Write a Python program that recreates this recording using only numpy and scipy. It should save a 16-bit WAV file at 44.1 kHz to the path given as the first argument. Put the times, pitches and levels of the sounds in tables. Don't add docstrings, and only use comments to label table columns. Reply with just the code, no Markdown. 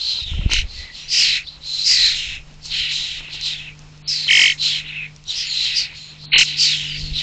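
import sys
import numpy as np
from scipy import signal
from scipy.fft import rfft, irfft, next_fast_len
from scipy.io import wavfile
from scipy.ndimage import uniform_filter1d

SR = 44100
rng = np.random.default_rng(int(sys.argv[2]) if len(sys.argv) > 2 else 0)


def convert_level_to_amplitude(level_db):
    exponent = np.asarray(level_db, float) / 20
    return 10 ** exponent


def digitize_waveform(pressure):
    field = np.atleast_2d(pressure).T
    bounded = np.clip(field, -1, 1)
    quanta = np.round(bounded * 32767).astype(np.int16)
    wavfile.write(sys.argv[1], SR, quanta)


N = 318402

# start_s, crest_after_s, length_s, beak_db, beak_open_hz, throat_db, throat_hz, hiss_db
BEG_CALLS = [(-.08, 0.18, 0.31, -20.5, 4170, -38, 3042, -36.5),
             (0.206, 0.067, 0.26, -36, 3650, -32, 3170, -46.5),
             (0.481, 0.057, .13, -24, 4000, -33, 2736, -34.5), (.63, .16, .26, -36, 4310, -45, 2504, -45.5),
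             (.87, .12, .24, -36.5, 4233, -40.5, 2879, -44),
             (1.08, .115, .285, -13, 4920, -19.5, 2814, -21),
             (1.398, 0.086, 0.17, -37, 4312, -65, 3256, -65), (1.6, .22, .26, -23, 4120, -50, 2532, -32),
             (1.822, .095, .2, -11, 4850, -27, 2396, -17.5), (1.95, .105, .19, -12.5, 4050, -29, 2400, -22),
             (2.1, .06, 0.25, -26.5, 3925, -26.5, 2938, -31.5),
             (2.608, .05, .1, -33.5, 4597, -48, 2690, -35), (2.671, .11, 0.23, -23, 4190, -22, 3033, -34),
             (2.85, .1, .34, -23.5, 4065, -29.5, 3000, -31), (3.18, .06, .13, -44, 3860, -35, 2828, -54),
             (3.276, 0.064, 0.12, -30, 4095, -34, 3042, -40.5),
             (3.385, .09, 0.16, -22.5, 4100, -29.5, 3020, -32),
             (3.52, .06, 0.16, -39.5, 3796, -33.5, 2898, -47),
             (4.043, 0.054, 0.25, -19.5, 5095, -38.5, 2450, -29.5),
             (4.266, 0.15, 0.25, -21.5, 4900, -30.5, 2600, -20),
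             (4.575, .08, .21, -17, 4040, -25, 2969, -26), (4.77, .12, .275, -41, 3600, -31, 2637, -57),
             (5.251, 0.054, .125, -24, 3890, -32, 3165, -32.5),
             (5.318, 0.088, 0.16, -22.5, 5050, -28, 3016, -37.5),
             (5.46, .18, 0.31, -20.5, 4083, -27.5, 2847, -31),
             (5.728, 0.059, .11, -14.5, 4800, -31, 2714, -31), (5.8, .05, .13, -46, 4500, -36, 2700, -55),
             (5.898, 0.069, 0.26, -39, 4225, -46, 2831, -47), (6.14, .11, .16, -38, 4300, -64, 3207, -51.5),
             (6.309, 0.071, 0.13, -21.5, 4030, -35, 2756, -15.5),
             (6.41, 0.062, .17, -25, 4250, -28, 3010, -37),
             (6.56, 0.068, .17, -11.5, 4648, -23, 2879, -18.5), (6.69, .07, .26, -29, 4000, -25, 3150, -34),
             (6.9, 0.091, 0.3, -34, 4640, -40, 2940, -41),
             (7.12, 0.074, 0.12, -20.5, 3870, -28.5, 2915, -35.5)]
# freq_hz, level_db
HISS_SPECTRUM = [(4300, -35), (5200, 7.5), (5700, 0.5), (6500, 2), (7500, -1), (8200, -14), (8900, -28.5)]
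# freq_hz, level_db
SKIRT_SPECTRUM = [(300, -25.5), (700, -11.5), (1100, -1), (1500, 16.5), (2000, -7.5), (3000, -49.5)]
# start_s, end_s, first_tall_crest_s, warble_hz, pitch_hz,
# swing_once_hz, swing_twice_hz, swing_thrice_hz (per warble), first_swing_lag_turns, fade_s
TRILL_CALLS = [(.497, .63, .5200, 40.9, 2340, 330, 600, 0, .21, .04),
               (4.284, 4.545, 4.2906, 47.3, 2330, 400, 370, 150, .06, .09),
               (6.319, 6.438, 6.3412, 40.3, 2340, 340, 620, 0, .21, .01)]
# tone_db, overtones_re_tone_db
TRILL_LEVELS = [(-17, -4.5), (-6.5, -16.5), (-7.5, -2.5)]
# freq_hz, gain_db
TRILL_TRACT_GAIN = [(1200, -21), (1800, -9), (2400, -3), (3100, -1.5), (3500, -5), (4000, -1), (4600, -9.5),
                    (6000, -9.5), (8500, -30)]
# start_s, end_s, from_hz, to_hz, level_db
PEEP_CALLS = [(0.117, 0.336, 4284, 3400, -33), (0.721, 0.878, 4374, 4210, -41),
              (0.746, 0.968, 2027, 1997, -43.5), (.96, 1.09, 5300, 6000, -46),
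              (1.184, 1.391, 4490, 3650, -25), (1.465, 1.493, 3300, 4300, -34),
              (1.626, 2.061, 4156, 3950, -29.5), (1.849, 2.134, 2170, 1706, -31.5),
              (3.406, 3.62, 4300, 3300, -33), (3.6, 3.76, 2900, 2300, -43),
              (4.052, 4.275, 4200, 4000, -32.5), (4.279, 4.286, 3100, 3000, -15.5),
              (4.668, 4.794, 3740, 2930, -27), (4.866, 4.898, 3620, 4260, -36.5),
              (4.936, 5.08, 2750, 2334, -29), (5.27, 5.304, 5640, 5520, -36),
              (5.444, 5.561, 6880, 6840, -37), (5.447, 5.697, 4330, 3850, -28),
              (5.62, 5.76, 3400, 2600, -33), (5.93, 6.14, 6970, 6930, -51), (5.934, 6.158, 4350, 4050, -42),
              (6.644, 6.771, 4400, 3047, -22.5), (6.837, 7.147, 4970, 4150, -34.5)]
# start_s, level_db, beat_hz
WING_BEATS = [(0.217, -26.5, 72.5), (0.259, -23, 75), (0.313, -16, 70), (0.387, -10.5, 60.4),
              (0.453, -6.5, 49.6), (0.521, -15.5, 45.4), (0.572, -12, 27), (0.64, -21, 40),
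              (0.789, -29, 43.6), (6.942, -27, 40), (7.024, -18, 42), (7.111, -17.5, 42)]
# crest_s, level_db, half_width_s
AIR_GUSTS = [(.47, -24.5, .14), (.8, -40, .03), (2.2, -41, .17), (2.75, -52, 0.28), (7.07, -32, .1)]
# freq_hz, level_db
BUFFET_SPECTRUM = [(8, -38), (14, -5), (25, -1), (45, -8), (75, -8), (120, -22), (200, -32), (300, -38),
                   (700, -41), (1000, -60)]
# start_s, peak_db
TRAY_KNOCKS = [(0.189, -30), (0.203, -35.5), (0.335, -26), (0.414, -27), (0.46, -31.5), (0.495, -19),
               (0.514, -18.5), (0.533, -16.5), (2.655, -33.5), (3.207, -29), (3.286, -31), (3.344, -31),
               (3.974, -47.5), (4.27, -28.5), (4.394, -15), (4.418, -29.5), (5.927, -35), (6.241, -35),
               (6.355, -19)]
# freq_hz, level_db, t60_s
TRAY_MODES = [(330, -1, 0.024), (513, 0, .02), (680, -1, .02), (936, 0, .03), (1100, -1, .025),
              (1360, -1, 0.042), (2600, -13, .01)]
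# start_s, level_db
BEAK_CLICKS = [(0.5344, -5), (2.5408, -44), (2.6564, -26.5), (3.412, -24.5), (3.792, -36), (3.8188, -42.5),
               (3.977, -43.5), (5.163, -33.5), (5.24, -38.5)]
# time_s, level_db
HUM_COURSE = [(0.9, -63), (1.3, -48), (1.41, -55), (2.99, -47), (3.05, -53), (3.56, -47), (5.12, -43.5),
              (5.3, -56), (5.51, -51), (6.06, -51), (6.27, -41), (6.62, -41), (7.11, -34), (7.22, -40)]
# freq_hz, level_db
HUM_HARMONICS = [(100, -16), (150, 0.5), (200, -17), (250, -20), (300, -18.5), (450, -23.5)]
# freq_hz, level_db
GARDEN_SPECTRUM = [(30, -11.5), (60, -5), (130, -5.5), (220, -9), (350, -15.5), (900, -15), (1500, -17.5),
                   (2500, -19.5), (4000, -21), (6000, -27.5), (8000, -40.5), (9000, -62)]
# freq_hz, gain_db
HOUSING_GAIN = [(5, -5), (1600, -2.5), (2000, -1), (2400, -1), (3050, 0.5), (3500, 0.5), (4050, 2),
                (4500, -0.5), (20000, -3)]
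# from_s, to_s
TREBLE_LOSSES = [(4.022, 4.076), (6.259, 6.38)]

# late_s, fade_from_crest_to_end_db, shut_s; the throat follows and outlasts the beak
BEAK, THROAT, AIR = (0, -10, .05), (.015, -4.5, .07), (.0069, -13, .063)
ONSET_S, SOFT_S_PER_DB, LOUD_DB = .04, .002, -20
CLOSED_DB, SWELL_DB_PER_S = -23.5, 55
BEAK_REST_HZ, BEAK_CLOSING_S = 3700, .14
THROAT_SAG = .1
FAR_BEAK_DB, FAR_BEAK_HZ = -61.5, 4400
FAR_THROAT_DB, FAR_THROAT_HZ, FAR_HISS_DB = -58, 2600, -59
THROAT_WIDTH_HZ, BEAK_WIDTH_HZ = 1676, 1630
SQUEAL_WOBBLE_HZ, CROAK_WOBBLE_HZ = 150, 170
SKIRT_DB = -28.5
CREST_DB = 2.5
PEEP_WOBBLE = .026
CALM_DB = -50
SNAP, PULL_TURNS, PUSH_TURNS = 55, .24, .36
ROOF_DB, ROOF_T60_S = -12, .06
GARDEN_DB = -52.5
LIMIT = .69
DULL_HZ, EDGE_HZ = 4550, 8680


def evened(x):
    return x / np.sqrt(np.mean(x ** 2) + 1e-20)


def played(rows):
    time_s, *columns = np.transpose(rows)
    return [np.interp(np.arange(N) / SR, time_s, column) for column in columns]


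def coloured(x, points):
    size = next_fast_len(len(x))
    hz, db = np.transpose(points)
    bins = np.log(np.fft.rfftfreq(size, 1 / SR) + 1)
    gain_db = np.interp(bins, np.log(hz + 1), db, left=-90, right=-90)
    return irfft(rfft(x, size) * convert_level_to_amplitude(gain_db), size)[:len(x)]


def drift(hz):
    lowpass = signal.butter(2, hz, fs=SR, output="sos")
    return evened(signal.sosfilt(lowpass, rng.standard_normal(N)))


def add(mix, start_s, sound):
    part = mix[round(start_s * SR):][:len(sound)]
    part += sound[:len(part)]


def begging():
    effort_db, throat_hz, beak_hz, throat_db, hiss_db = efforts()
    rough = np.clip(.33 - (effort_db + 14) / 30, .3, .75)
    pitch_hz = .5 * throat_hz + .24 * beak_hz
    voices = evened(syrinx(pitch_hz, rough, 41.5) + rough * syrinx(.9 * pitch_hz, rough, 47))
    breath = evened(rng.standard_normal(N) * convert_level_to_amplitude(drift(87)))
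    drive = np.sqrt(1 - rough) * voices + 1.34 * rough * breath

    throat = resonate(drive, throat_hz, THROAT_WIDTH_HZ)
    throat = evened(coloured(throat, [(900, -14.5), (1500, 1.5), (1900, 5), (9000, -5.5)]))
    tight = np.clip(.2 + throat_db / 25, .1, .6)
    croak = hoarse(throat_hz, CROAK_WOBBLE_HZ)
    throat = np.sqrt(1 - tight) * throat + np.sqrt(tight) * croak
    throat += convert_level_to_amplitude(SKIRT_DB) * evened(coloured(breath, SKIRT_SPECTRUM))

    thin = np.clip(-throat_db / 30, .2, .65)
    squeal = hoarse(beak_hz, SQUEAL_WOBBLE_HZ)
    beak = evened(resonate(drive, beak_hz, BEAK_WIDTH_HZ))
    beak = np.sqrt(1 - thin) * beak + np.sqrt(thin) * squeal

    hiss = evened(coloured(drive + 1.1 * breath, HISS_SPECTRUM))
    return convert_level_to_amplitude(effort_db) * (beak - convert_level_to_amplitude(throat_db) * throat) + convert_level_to_amplitude(hiss_db) * hiss


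def efforts():
    t = np.arange(0, N / SR + .01, .002)
    beak, throat, hiss = convert_level_to_amplitude(2 * FAR_BEAK_DB), convert_level_to_amplitude(2 * FAR_THROAT_DB), convert_level_to_amplitude(2 * FAR_HISS_DB)
    beak_hz, throat_hz = FAR_BEAK_HZ * beak, FAR_THROAT_HZ * throat
    for start, crest, length, beak_db, open_hz, throat_db, hz, hiss_db in BEG_CALLS:
        upper = power(t, start, crest, length, beak_db, *BEAK)
        lower = power(t, start, crest, length, throat_db, *THROAT)
        beak, throat = beak + upper, throat + lower
        hiss = hiss + power(t, start, crest, length, hiss_db, *AIR)
        after = np.maximum(t - start - crest, 0)
        slide_hz = (open_hz - BEAK_REST_HZ) * np.exp(-after / BEAK_CLOSING_S)
        beak_hz = beak_hz + upper * (BEAK_REST_HZ + slide_hz)
        sag = THROAT_SAG * np.minimum(after / (length - crest), 2)
        throat_hz = throat_hz + lower * hz * (1 - sag)
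    beak_db, hiss_db = 10 * np.log10(beak), 10 * np.log10(hiss)
    throat_re_beak_db = 10 * np.log10(throat / beak)
    curves = [t, beak_db, throat_hz / throat, beak_hz / beak, throat_re_beak_db, hiss_db]
    return played(np.transpose(curves))


def power(t, start, crest, length, db, late, fade_db, shut):
    on = min(ONSET_S + SOFT_S_PER_DB * max(LOUD_DB - db, 0), .9 * crest)
    low_db = -SWELL_DB_PER_S * (crest - on)
    at = start + late + np.array([0, on - late * 0, crest, length, length + shut])
    course_db = [low_db + CLOSED_DB, low_db, 0, fade_db, fade_db + CLOSED_DB]
    return convert_level_to_amplitude(2 * (db + np.interp(t, at, course_db, -99, -99)))


def syrinx(centre_hz, rough, warble_hz):
    turn = 2 * np.pi * np.cumsum(warble_hz * (1 + .064 * drift(15))) / SR
    throw = .218 * np.cos(2 * turn) + .12 * np.cos(turn - 1.2) + .14 * rough * drift(299.1)
    cycle = 2 * np.pi * np.cumsum(centre_hz * (1 + throw)) / SR
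    tone = np.cos(cycle) + np.cos(2 * cycle) + convert_level_to_amplitude(2) * np.cos(3 * cycle)
    return tone * convert_level_to_amplitude(3.75 * rough * drift(320))


def resonate(x, hz, width_hz):
    turn = np.exp(2j * np.pi * np.cumsum(hz) / SR)
    r = np.exp(-np.pi * width_hz / SR)
    low = signal.lfilter([1 - r], [1, -r], x / turn)
    low = signal.lfilter([1 - r], [1, -r], low)
    return 2 * (turn * low).real


def hoarse(hz, wobble_hz):
    shake = convert_level_to_amplitude(3.5 * drift(200)[:len(hz)])
    pitch_hz = hz + wobble_hz * drift(90)[:len(hz)]
    return evened(shake * np.sin(2 * np.pi * np.cumsum(pitch_hz) / SR))


def trill(start, end, crest, rate, hz, slow_hz, fast_hz, spike_hz, lag, fade, db, overtones_db):
    t = np.arange(start, end, 1 / SR)
    turn = 2 * np.pi * rate * (t - crest) + .12 * drift(25)[:len(t)]
    pitch_hz = hz + fast_hz * np.cos(2 * turn) + slow_hz * np.cos(turn - 2 * np.pi * lag)
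    pitch_hz += 40 * drift(300)[:len(t)]
    pitch_hz += spike_hz * np.cos(3 * turn)
    cycle = 2 * np.pi * np.cumsum(pitch_hz) / SR
    tone = np.cos(cycle) + convert_level_to_amplitude(overtones_db) * (np.cos(2 * cycle) + 1.6 * np.cos(3 * cycle))
    swell = np.minimum(1, .17 + (t - start) / .022) * np.minimum(1, (end - t) / fade)
    swell *= convert_level_to_amplitude(CREST_DB * np.cos(turn) + 1.5 * drift(150)[:len(t)])
    return start, convert_level_to_amplitude(db) * np.sqrt(2) * coloured(tone * swell, TRILL_TRACT_GAIN)


def peep(start, end, from_hz, to_hz, db):
    count = round((end - start) * SR)
    whistle = hoarse(np.linspace(from_hz, to_hz, count), PEEP_WOBBLE * from_hz)
    return start, convert_level_to_amplitude(db) * whistle * signal.windows.tukey(count, .5)


def wings():
    t = np.arange(N) / SR
    air = convert_level_to_amplitude(CALM_DB)
    for crest_s, db, width_s in AIR_GUSTS:
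        air = air + convert_level_to_amplitude(db) * np.exp(-((t - crest_s) / width_s) ** 2 / 2)
    lumps = convert_level_to_amplitude(2.5 * drift(7))
    out = air * lumps * evened(coloured(rng.standard_normal(N), BUFFET_SPECTRUM))
    for start_s, db, hz in WING_BEATS:
        turns = np.arange(0, 1.5, hz / SR) - .45
        width = np.where(turns < 0, PULL_TURNS, PUSH_TURNS)
        flip = np.tanh((4 + SNAP * convert_level_to_amplitude(2 * db)) * turns) * np.exp(-(turns / width) ** 2)
        add(out, start_s, 1.3 * convert_level_to_amplitude(db) * flip)
    return out


def taps():
    out, t = np.zeros(N), np.arange(2000) / SR
    for start_s, db in TRAY_KNOCKS:
        ring = np.zeros(len(t))
        for hz, level_db, t60_s in TRAY_MODES:
            mode_hz = hz * (1 + .091 * rng.uniform(-1.1, 1))
            ring += convert_level_to_amplitude(level_db - 60 * t / t60_s) * np.sin(2 * np.pi * mode_hz * t)
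        add(out, start_s, convert_level_to_amplitude(db) * ring / abs(ring).max())
    bright = [(700, -14), (2500, -8.5), (6000, 7.5), (8000, -8.5), (9500, -23.5)]  # Hz, dB
    for start_s, db in BEAK_CLICKS:
        grit = rng.standard_normal(len(t)) * convert_level_to_amplitude(-60 * t / .0054)
        tick = coloured(grit, bright)
        add(out, start_s, 2.1 * convert_level_to_amplitude(db) * tick[:1000] / abs(tick).max())
    return out


def roof(x):
    t = np.arange(4000) / SR
    sparse = rng.standard_normal(len(t)) * (rng.random(len(t)) < .05)
    tail = sparse * convert_level_to_amplitude(-60 * t / ROOF_T60_S) * (t > .0015)
    return x + convert_level_to_amplitude(ROOF_DB) * signal.oaconvolve(x, tail / np.linalg.norm(tail))[:N]


def hum():
    cycle = 2 * np.pi * np.cumsum(1 + .003 * drift(1.87)) / SR
    lines = np.zeros(N)
    for hz, db in HUM_HARMONICS:
        lines += convert_level_to_amplitude(db + .6 * drift(3)) * np.sin(hz * cycle + 2 * np.pi * rng.random())
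    return np.sqrt(2) * convert_level_to_amplitude(played(HUM_COURSE)[0]) * lines


def garden():
    return convert_level_to_amplitude(GARDEN_DB + 1.8 * drift(6)) * evened(coloured(rng.standard_normal(N), GARDEN_SPECTRUM))


def scene():
    birds = begging() + taps()
    for call, levels in zip(TRILL_CALLS, TRILL_LEVELS):
        add(birds, *trill(*call, *levels))
    for call in PEEP_CALLS:
        add(birds, *peep(*call))
    return (coloured(roof(birds), HOUSING_GAIN) + wings() + hum() + garden())[None]


def low_pass(x):
    return signal.sosfilt(signal.butter(12, 9050, fs=SR, output="sos"), x)


def record(dry):
    dry = LIMIT * np.tanh(dry / LIMIT)
    full_fir = signal.firwin(201, EDGE_HZ, window=("kaiser", 9), fs=SR)
    dull_fir = signal.firwin(401, DULL_HZ, window=("kaiser", 9), fs=SR)
    full = signal.oaconvolve(dry, full_fir[None], "same")
    dull = signal.oaconvolve(dry, dull_fir[None], "same")
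    t = np.arange(N) / SR
    lost = sum(1. * ((t > from_s) & (t < to_s)) for from_s, to_s in TREBLE_LOSSES)
    lost = uniform_filter1d(lost, size=150)
    return low_pass(full + lost * (dull - full))


dry = scene()
out = record(dry)
digitize_waveform(out)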